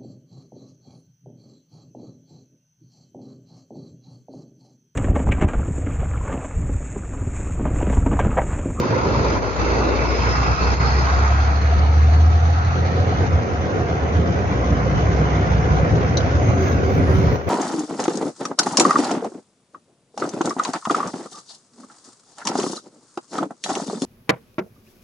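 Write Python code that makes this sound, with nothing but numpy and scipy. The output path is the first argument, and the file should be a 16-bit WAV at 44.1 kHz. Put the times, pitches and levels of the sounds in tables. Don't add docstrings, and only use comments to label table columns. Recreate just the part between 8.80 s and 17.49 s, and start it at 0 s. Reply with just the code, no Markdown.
import sys
import numpy as np
from scipy import signal
from scipy.io import wavfile
from scipy.ndimage import uniform_filter1d

SR = 44100
rng = np.random.default_rng(int(sys.argv[2]) if len(sys.argv) > 2 else 0)


def natural_amplitude(level_db):
    exponent = np.asarray(level_db, float) / 20
    return 10 ** exponent


def wav_out(sig):
    wavfile.write(sys.argv[1], SR, np.round(np.clip(np.atleast_2d(sig).T, -1, 1) * 32767).astype(np.int16))


N = 383265


def evened(x):
    return x / np.sqrt(np.mean(x ** 2) + 1e-20)


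def read(points, hz):
    f, value = np.transpose(points)
    return np.interp(np.log(hz + 1), np.log(f + 1), value)


def curve(rows, axis=1):
    rows = np.array(rows)
    return np.interp(np.arange(N) / SR, rows[:, 0], rows[:, axis])


def drift(ms):
    size = max(int(ms * SR / 1000), 2)
    smooth = uniform_filter1d(rng.standard_normal(N), size)
    return evened(uniform_filter1d(smooth, size))


def plateau(start, end, edge=0.0071):
    t = np.arange(N) / SR
    return np.clip(np.minimum(t - start, end - t) / edge + .5, 0, 1)


def paired(rows, hz):
    f, like, lead = np.transpose(rows)
    return np.interp(hz, f, np.clip(like, 0, .99) * np.exp(-1j * lead))


# time_s, position (0 window, 1 dash, 2 windscreen)
FACING = [(0, 0), (2.4, 0), (3.0, 1), (4.0, 1), (4.8, 2), (8.7, 2)]
# pitch_hz, likeness (0-1), left_lead_rad
PAIR_AT_WINDOW = [(200, .8, 0), (650, .5, -.2), (900, .45, .3), (1150, .6, -2.2), (1400, .65, 2.6),
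                  (1700, .7, 2.8), (2000, .5, -1.6), (2300, .55, -.2), (2700, .55, .2), (3500, .15, 2.1),
                  (4400, .3, .4), (5200, .6, -2.5), (6200, .2, 2.1)]
# pitch_hz, likeness (0-1), left_lead_rad
PAIR_IN_CAB = [(200, .93, -.1), (400, .65, -.2), (650, .65, -.4), (900, .4, -1.9), (1150, .65, -2.5),
               (1400, .6, -3.1), (1700, .3, -3.1), (2000, .3, -.7), (2300, .4, .2), (2700, .25, 1.4),
               (3200, .36, 3.0), (4400, .25, -1.1), (6200, .2, 1.2)]


def likeness(hz, t):
    inside = np.clip(np.interp(t, *np.transpose(FACING)), 0, 1)
    return (1 - inside) * paired(PAIR_AT_WINDOW, hz) + inside * paired(PAIR_IN_CAB, hz)


# pitch_hz, left_minus_right_db
BALANCE = [(60, -1.5), (120, 0.5), (230, -1), (440, -1.0), (860, -0.5), (1670, -2), (3240, 0), (6300, 0)]
STREAKS_DB = 1.54


def noise(colour_db, same, patchy_db, size):
    hop = size // 4
    hz = np.fft.rfftfreq(size, 1 / SR)[:, None]
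    t = np.arange(N // hop + 5) * hop / SR
    a, b, c, d, patches = rng.standard_normal((len(t), len(hz), 5)).T
    patches = uniform_filter1d(patches, size=size // 128, axis=0)
    patches = evened(uniform_filter1d(patches, size=2560 // hop, axis=1))
    streaks = uniform_filter1d(rng.standard_normal((len(t), len(hz))).T, size=2, axis=0)
    streaks = evened(uniform_filter1d(streaks, size=16, axis=1))
    shape = natural_amplitude(colour_db(hz, t) + 0 * t)
    shape = shape / np.linalg.norm(shape, axis=0)
    shape = shape * natural_amplitude(patchy_db * patches + STREAKS_DB * streaks)
    same, left = same(hz, t), a + 1j * b
    right = same * left + np.sqrt(1 - abs(same) ** 2) * (c + 1j * d)
    z = np.array([left, right]) * shape
    z = z * natural_amplitude(np.array([.5, -.5])[:, None, None] * read(BALANCE, hz))
    return evened(signal.istft(z, nperseg=size, noverlap=size - hop)[1][:, :N])


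def narrow(hz, width, s, steady=0, wander=1):
    r, same = np.exp(-np.pi * width / SR), likeness(hz, s)
    left, other = rng.standard_normal((2, N)) + 1j * rng.standard_normal((2, N))
    z = np.array([left, same * left + np.sqrt(1 - abs(same) ** 2) * other])
    z = signal.lfilter([1], np.poly([r, r, r]), z)
    z = z / (abs(z) + 1e-9) ** steady
    turns = hz * np.cumsum(wander + np.zeros(N)) / SR
    return evened((z * np.exp(2j * np.pi * turns)).real)


TREBLE_EDGE_HZ = 6950


def below_treble_edge(x):
    return signal.sosfilt(signal.ellip(8, .5, 70, TREBLE_EDGE_HZ, fs=SR, output="sos"), x)


# time_s, firing_rate_hz
ENGINE_SPEED = [(0.0, 54.2), (0.41, 56.35), (1.25, 59.97), (1.64, 61.8), (2.1, 65.47), (2.59, 70.2),
                (3.47, 78.7), (3.76, 82.36), (4.43, 88.3), (4.6, 89.5), (5.65, 57.9), (5.85, 62),
                (6.5, 65.04), (7.1, 64), (8.69, 70.4)]


def firing_turns():
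    return np.cumsum(curve(ENGINE_SPEED) * (1 + .003 * drift(ms=60))) / SR


# multiple_of_firing_rate, level_db (at full speed and load)
ENGINE_ORDERS = [(7 / 6, -30), (1.5, -29), (5 / 3, -37), (2.0, -38), (2.5, -46)]
# pitch_hz, level_db (at full load)
CAB_RESONANCE = [(54, -29), (59, -23), (66, -18), (73, -15), (78.5, -10.5), (83, -19), (90, -22)]
# start_s, end_s, load_db
GEAR_PULLS = [(.2, 4.64, 0), (5.68, 7.1, -3.5)]
COAST_DB, PEDAL_S = -24.5, .25
ORDERS_DB_PER_HZ = 0.16


def drone(turns):
    hz = curve(ENGINE_SPEED)
    tone = natural_amplitude(read(CAB_RESONANCE, hz) + .7 * drift(ms=40)) * np.sin(2 * np.pi * turns)
    for k, db in ENGINE_ORDERS:
        order_db = db + ORDERS_DB_PER_HZ * (hz - hz.max()) + 1.5 * drift(ms=350)
        tone = tone + natural_amplitude(order_db) * np.sin(2 * np.pi * (k * turns + rng.random()))
    load_db = COAST_DB + sum((db - COAST_DB) * plateau(a, b, PEDAL_S) for a, b, db in GEAR_PULLS)
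    return np.sqrt(2) * natural_amplitude(load_db) * tone


# start_s, end_s, pitch_hz, width_hz, level_db, place_in_cycle (0-1)
KNOCK_BANDS = [(-.1, .62, 975, 170, -23.5, .25), (.8, 1.4, 1150, 220, -30, .65),
               (2.2, 4.05, 735, 110, -28.5, .36)]
# time_s, pitch_share, lift_db, extra_second_share
KNOCK_RING = [(2.2, 0.93, -6, .5), (2.3, 0.95, 1, 0.76), (2.45, 1, 1.5, 0.4), (2.55, 0.97, 0, 0.011),
              (2.8, 0.9, -8, 0.098), (2.92, 0.92, 3.5, 0.12), (3.02, 0.99, 0, 0.16), (3.1, 1.03, -4, 0),
              (3.22, 1.03, -5, 0), (3.4, .97, -1.5, 0), (3.55, 1.06, -1.5, 0.19), (3.72, 1, 1, 0),
              (3.85, 1.04, -0.5, 0.4), (3.97, 0.96, -0.5, 0.089)]
SECOND_SHARE = [.15, .3, .3]
CYLINDERS = 6


def knock(turns):
    out, moving = np.zeros((2, N)), np.arange(N) / SR > KNOCK_RING[0][0]
    pitch, lift_db, extra = (curve(KNOCK_RING, axis=k) for k in range(1, 4))
    wander = np.where(moving, pitch, 1)
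    for (start, end, hz, width, db, when), second in zip(KNOCK_BANDS, SECOND_SHARE):
        cycle = np.cos(2 * np.pi * (turns / CYLINDERS - when))
        first_burst = np.exp(2.4 * (cycle - 1))
        second_burst = (second + moving * extra) * np.exp(-3 * (cycle + 1))
        level = natural_amplitude(db + moving * lift_db + .6 * drift(ms=60)) * plateau(start, end, edge=.1)
        out += level * (first_burst + second_burst) * narrow(hz, width, start, .85, wander)
    return out


# pitch_hz, relative_level_db_per_hz
RUMBLE_COLOUR = [(18, -48.5), (30, -36.5), (43, -36.5), (54, -25), (64, -11), (76, 0.5), (122, -3.5),
                 (150, -7), (174, -8), (220, -16), (290, -14.5), (480, -120)]
# pitch_hz, relative_level_db_per_hz
PANEL_COLOUR = [(120, -34.5), (200, -3.5), (274, -2.5), (313, -1), (419, 1), (524, 0.5), (640, -6.5),
                (830, -48.5), (1410, -120)]
# time_s, level_db
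RUMBLE_LEVEL = [(0, -23.5), (.5, -25), (1.3, -28.5), (1.45, -25.5), (2.1, -25.5), (2.8, -27.5),
                (3.3, -27.5), (3.8, -27), (4.5, -23.5), (5.7, -20.5), (6.3, -20.5), (8.35, -17),
                (8.7, -18.5)]
# time_s, level_db
TURNED_DOWN_LEVEL = [(1.4, -29), (2.2, -30), (2.6, -34.5), (3.95, -37)]
RUMBLE_ALIKE = .93
PANELS_EARLY_DB = -23.5
PANELS_DB, PANELS_RISE_DB_PER_S = -25.5, 0.6
BUFFET_DB, THUMPY_DB = 1.3, 1.6


def road():
    rumble = noise(lambda hz, t: read(RUMBLE_COLOUR, hz), lambda hz, t: RUMBLE_ALIKE, 1.0, size=4096)
    panels = noise(lambda hz, t: read(PANEL_COLOUR, hz), likeness, patchy_db=0.12, size=1024)
    t, start, end = np.arange(N) / SR, TURNED_DOWN_LEVEL[0][0], TURNED_DOWN_LEVEL[-1][0]
    open_db = np.where(t < end - 1, PANELS_EARLY_DB, PANELS_DB + PANELS_RISE_DB_PER_S * (t - 6))
    panels_db = open_db + (curve(TURNED_DOWN_LEVEL) - open_db) * plateau(start, end, edge=.012)
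    rumble = natural_amplitude(curve(RUMBLE_LEVEL) + THUMPY_DB * drift(ms=22)) * rumble
    return rumble + natural_amplitude(panels_db + BUFFET_DB * drift(ms=30)) * panels


# pitch_hz, relative_level_db_per_hz
WINDOW_COLOUR = [(380, -59), (640, 1), (988, 2.5), (1230, 2), (1310, 4), (1820, -6), (2010, -5.5),
                 (2670, -10), (2890, -18.5), (3220, -18.5), (4250, -17), (5020, -17), (5540, -21),
                 (6430, -18), (6750, -22.5), (8780, -71), (14900, -120)]
# pitch_hz, relative_level_db_per_hz
DASH_COLOUR = [(380, -42), (640, -18.5), (706, -0.5), (787, -14.5), (827, -8.5), (1030, -13.5), (1290, -7),
               (1510, -13), (1650, -14), (2050, -17.5), (3290, -28.5), (4370, -26), (5070, -34.5),
               (6300, -28.5), (6750, -38), (8780, -68), (14900, -120)]
# pitch_hz, relative_level_db_per_hz
SCREEN_COLOUR = [(380, -32), (640, -12), (699, 3.5), (772, -3.5), (835, -6.5), (1030, -4.5), (1190, -5.5),
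                 (1540, -6), (1750, -13), (1870, -11.5), (2070, -12), (3220, -24.5), (4640, -30.5),
                 (6360, -27), (6750, -33.5), (8780, -62.5), (14900, -120)]


def heard_colour(hz, t):
    turn = np.interp(t, *np.transpose(FACING))
    colours = (WINDOW_COLOUR, DASH_COLOUR, SCREEN_COLOUR)
    return sum(np.maximum(1 - abs(turn - k), 0) * read(c, hz) for k, c in enumerate(colours))


# time_s, level_db
ROAR_LEVEL = [(0, -27.5), (.6, -24.5), (1.38, -25), (1.45, -23), (2.3, -24), (2.7, -27.5), (3.0, -28.5),
              (3.5, -30.5), (3.8, -28.5), (5.4, -29.5), (6.0, -28), (6.6, -26.5), (6.9, -27.5),
              (7.8, -27.5), (8.1, -28.5), (8.7, -26.5)]
HISS_RE_ROAR = [-12, -12, -14.5]
HISS_FROM_HZ = 2900


def roar(turns):
    low = noise(lambda hz, t: heard_colour(hz, t) - 100 * (hz > HISS_FROM_HZ), likeness, 1.26, size=1024)
    high = noise(lambda hz, t: heard_colour(hz, t) - 100 * (hz <= HISS_FROM_HZ), likeness, 1.5, size=1024)
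    beat = 1 + 0.11 * np.cos(2 * np.pi * turns)
    flutter_db = 0.5 * drift(ms=10)
    high = signal.sosfiltfilt(signal.ellip(8, .5, 70, TREBLE_EDGE_HZ, fs=SR, output="sos"), high)
    low = natural_amplitude(curve(ROAR_LEVEL) + flutter_db + .4 * drift(ms=35)) * low
    hiss_db = curve(ROAR_LEVEL) + np.interp(curve(FACING), range(len(HISS_RE_ROAR)), HISS_RE_ROAR)
    high = natural_amplitude(hiss_db + flutter_db + 1.1 * drift(ms=14)) * high
    return beat * (low + high)


# time_s, level_db
WIND_LEVEL = [(0.1, -41), (0.45, -33), (1.9, -30.5), (2.6, -34), (4.1, -31.5), (5.4, -38), (6.6, -35.5),
              (6.95, -31), (8.4, -29)]
# pitch_hz, relative_level_db_per_hz
WIND_SPECTRUM = [(30, -35), (60, -4), (90, 0), (190, -8), (330, -11), (600, -35), (1500, -110)]


def wind():
    puffs = noise(lambda hz, t: read(WIND_SPECTRUM, hz), lambda hz, t: 0, patchy_db=2.5, size=2048)
    lumps_db = 3.0 * np.array([drift(ms=40), drift(ms=40)])
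    return natural_amplitude(curve(WIND_LEVEL)) * evened(natural_amplitude(lumps_db) * puffs)


# pitch_hz, relative_level_db_per_hz
AIR_COLOUR = [(7500, -90), (10800, -45), (12000, -10), (14200, -14), (15300, 0), (15800, -6)]
# time_s, level_db
AIR_LEVEL = [(0, -73), (2.8, -70.5), (3.2, -77), (7.5, -80), (7.7, -70.5), (8.42, -77), (8.5, -73),
             (8.7, -67)]


def air():
    hiss = noise(lambda hz, t: read(AIR_COLOUR, hz), lambda hz, t: 0 * hz, patchy_db=1.5, size=512)
    return natural_amplitude(curve(AIR_LEVEL)) * hiss


# start_s, end_s, pitch_hz, width_hz
HUM_BANDS = [(1.4, 1.75, 122, 12), (4.5, 5.6, 83, 16), (7.45, 7.72, 82, 24), (8.2, 8.7, 78, 12),
             (7.7, 8.68, 385, 30), (4.0, 7.4, 725, 150), (6.0, 7.3, 158, 30), (1.25, 1.6, 5150, 350),
             (1.6, 2.25, 5100, 450), (2.0, 2.7, 1400, 700), (3.4, 4.55, 1310, 140), (1.8, 2.25, 4350, 500),
             (.8, 1.9, 2620, 260), (7.6, 7.95, 6400, 400), (7.8, 7.95, 15300, 600), (8.03, 8.2, 15300, 600),
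             (8.3, 8.8, 15300, 600), (8.14, 8.38, 10500, 400), (8.26, 8.45, 9800, 300)]
HUM_LEVELS = [-27, -26.5, -19, -20, -30, -37, -26, -38.5, -41, -30.5, -39.5, -41, -42, -46, -52.5, -56.5,
              -56, -62, -65]


def hums():
    out = np.zeros((2, N))
    for (start, end, hz, width), db in zip(HUM_BANDS, HUM_LEVELS):
        band = narrow(hz, width, start)
        if hz < TREBLE_EDGE_HZ:
            band = below_treble_edge(band)
        out += natural_amplitude(db + 2.2 * drift(ms=39)) * plateau(start, end, edge=.08 + 10 / hz) * band
    return out


# time_s (centre of the thud), pitch_hz, level_db (top of the envelope)
WHEEL_BUMPS = [(4.57, 79, -12.5), (6.9, 42, -29), (7.2, 30, -36), (8.47, 164, -24)]
BUMP_S = .035


def bumps():
    t, out = np.arange(N) / SR, np.zeros(N)
    for s, hz, db in WHEEL_BUMPS:
        out += natural_amplitude(db) * np.exp(-((t - s) / BUMP_S) ** 2) * np.sin(2 * np.pi * hz * (t - s))
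    return out


# start_s, level_db (rms of the first 20 ms), pitch_share
TRIM_TICKS = [(7.3705, -25, 1.0), (7.405, -42, 0.8)]
# pitch_hz, level_db, t60_s
TRIM_MODES = [(3400, -8, .004), (4080, 0, .006), (4550, -3, .004), (5200, -6, .003), (5950, 0, .005),
              (6500, -7, .003)]


def tick():
    size = 4000
    t, out = np.arange(size) / SR, np.zeros((2, N))
    for s, level_db, pitch in TRIM_TICKS:
        ring = sum(natural_amplitude(db - 60 * t / t60) * np.sin(2 * np.pi * pitch * hz * t) for hz, db, t60 in TRIM_MODES)
        sparse = rng.standard_normal((2, size)) * (rng.random((2, size)) < .4)
        echoes = sparse * natural_amplitude(-10 - 60 * t / .06) * (t > .001)
        echoes[:, 0] = 1
        ring = signal.fftconvolve(ring[None] * np.minimum(t / .0015, 1), echoes, axes=1)[:, :size]
        ring = below_treble_edge(ring)
        at = round(s * SR)
        out[:, at:at + size] += natural_amplitude(level_db) * ring / ring[:, :900].std()
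    return out


def scene():
    turns = firing_turns()
    engine = drone(turns) + knock(turns) + roar(turns)
    return engine + road() + wind() + air() + hums() + bumps() + tick()


def top_cut(x):
    return signal.sosfilt(signal.butter(12, 15800, fs=SR, output="sos"), x)


# start_s, end_s, left_db, right_db
BASS_DROPS = [(.59, .8, -1, -16), (1.08, 1.4, 0, -5), (1.75, 1.81, -6, -16), (8.53, 8.75, -3, -8),
              (8.57, 8.75, -4, -16)]
# start_s, end_s, below_split_db, above_split_db
LEVEL_DIPS = [(.592, .622, -1, -6), (.58, .79, -2, -2), (.69, .76, -3, -2.5), (1.74, 1.8, -3, -3),
              (1.95, 2.0, -6, -6.5), (8.565, 8.675, -3.5, -8), (8.62, 8.665, -6, -2)]
BASS_HZ, DIP_SPLIT_HZ = 200, 1300


def record(dry):
    bass = signal.sosfiltfilt(signal.butter(2, BASS_HZ, fs=SR, output="sos"), dry)
    drop_db = sum(np.array([[left], [right]]) * plateau(a, b) for a, b, left, right in BASS_DROPS)
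    dropped = dry + (natural_amplitude(drop_db) - 1) * bass
    low = signal.sosfiltfilt(signal.butter(1, DIP_SPLIT_HZ, fs=SR, output="sos"), dropped)
    high = dropped - low
    low_db, high_db = sum(np.array([[below], [above]]) * plateau(a, b, edge=0.011)
                          for a, b, below, above in LEVEL_DIPS)
    return top_cut(natural_amplitude(low_db) * low + natural_amplitude(high_db) * high)


dry = scene()
out = record(dry)
wav_out(out)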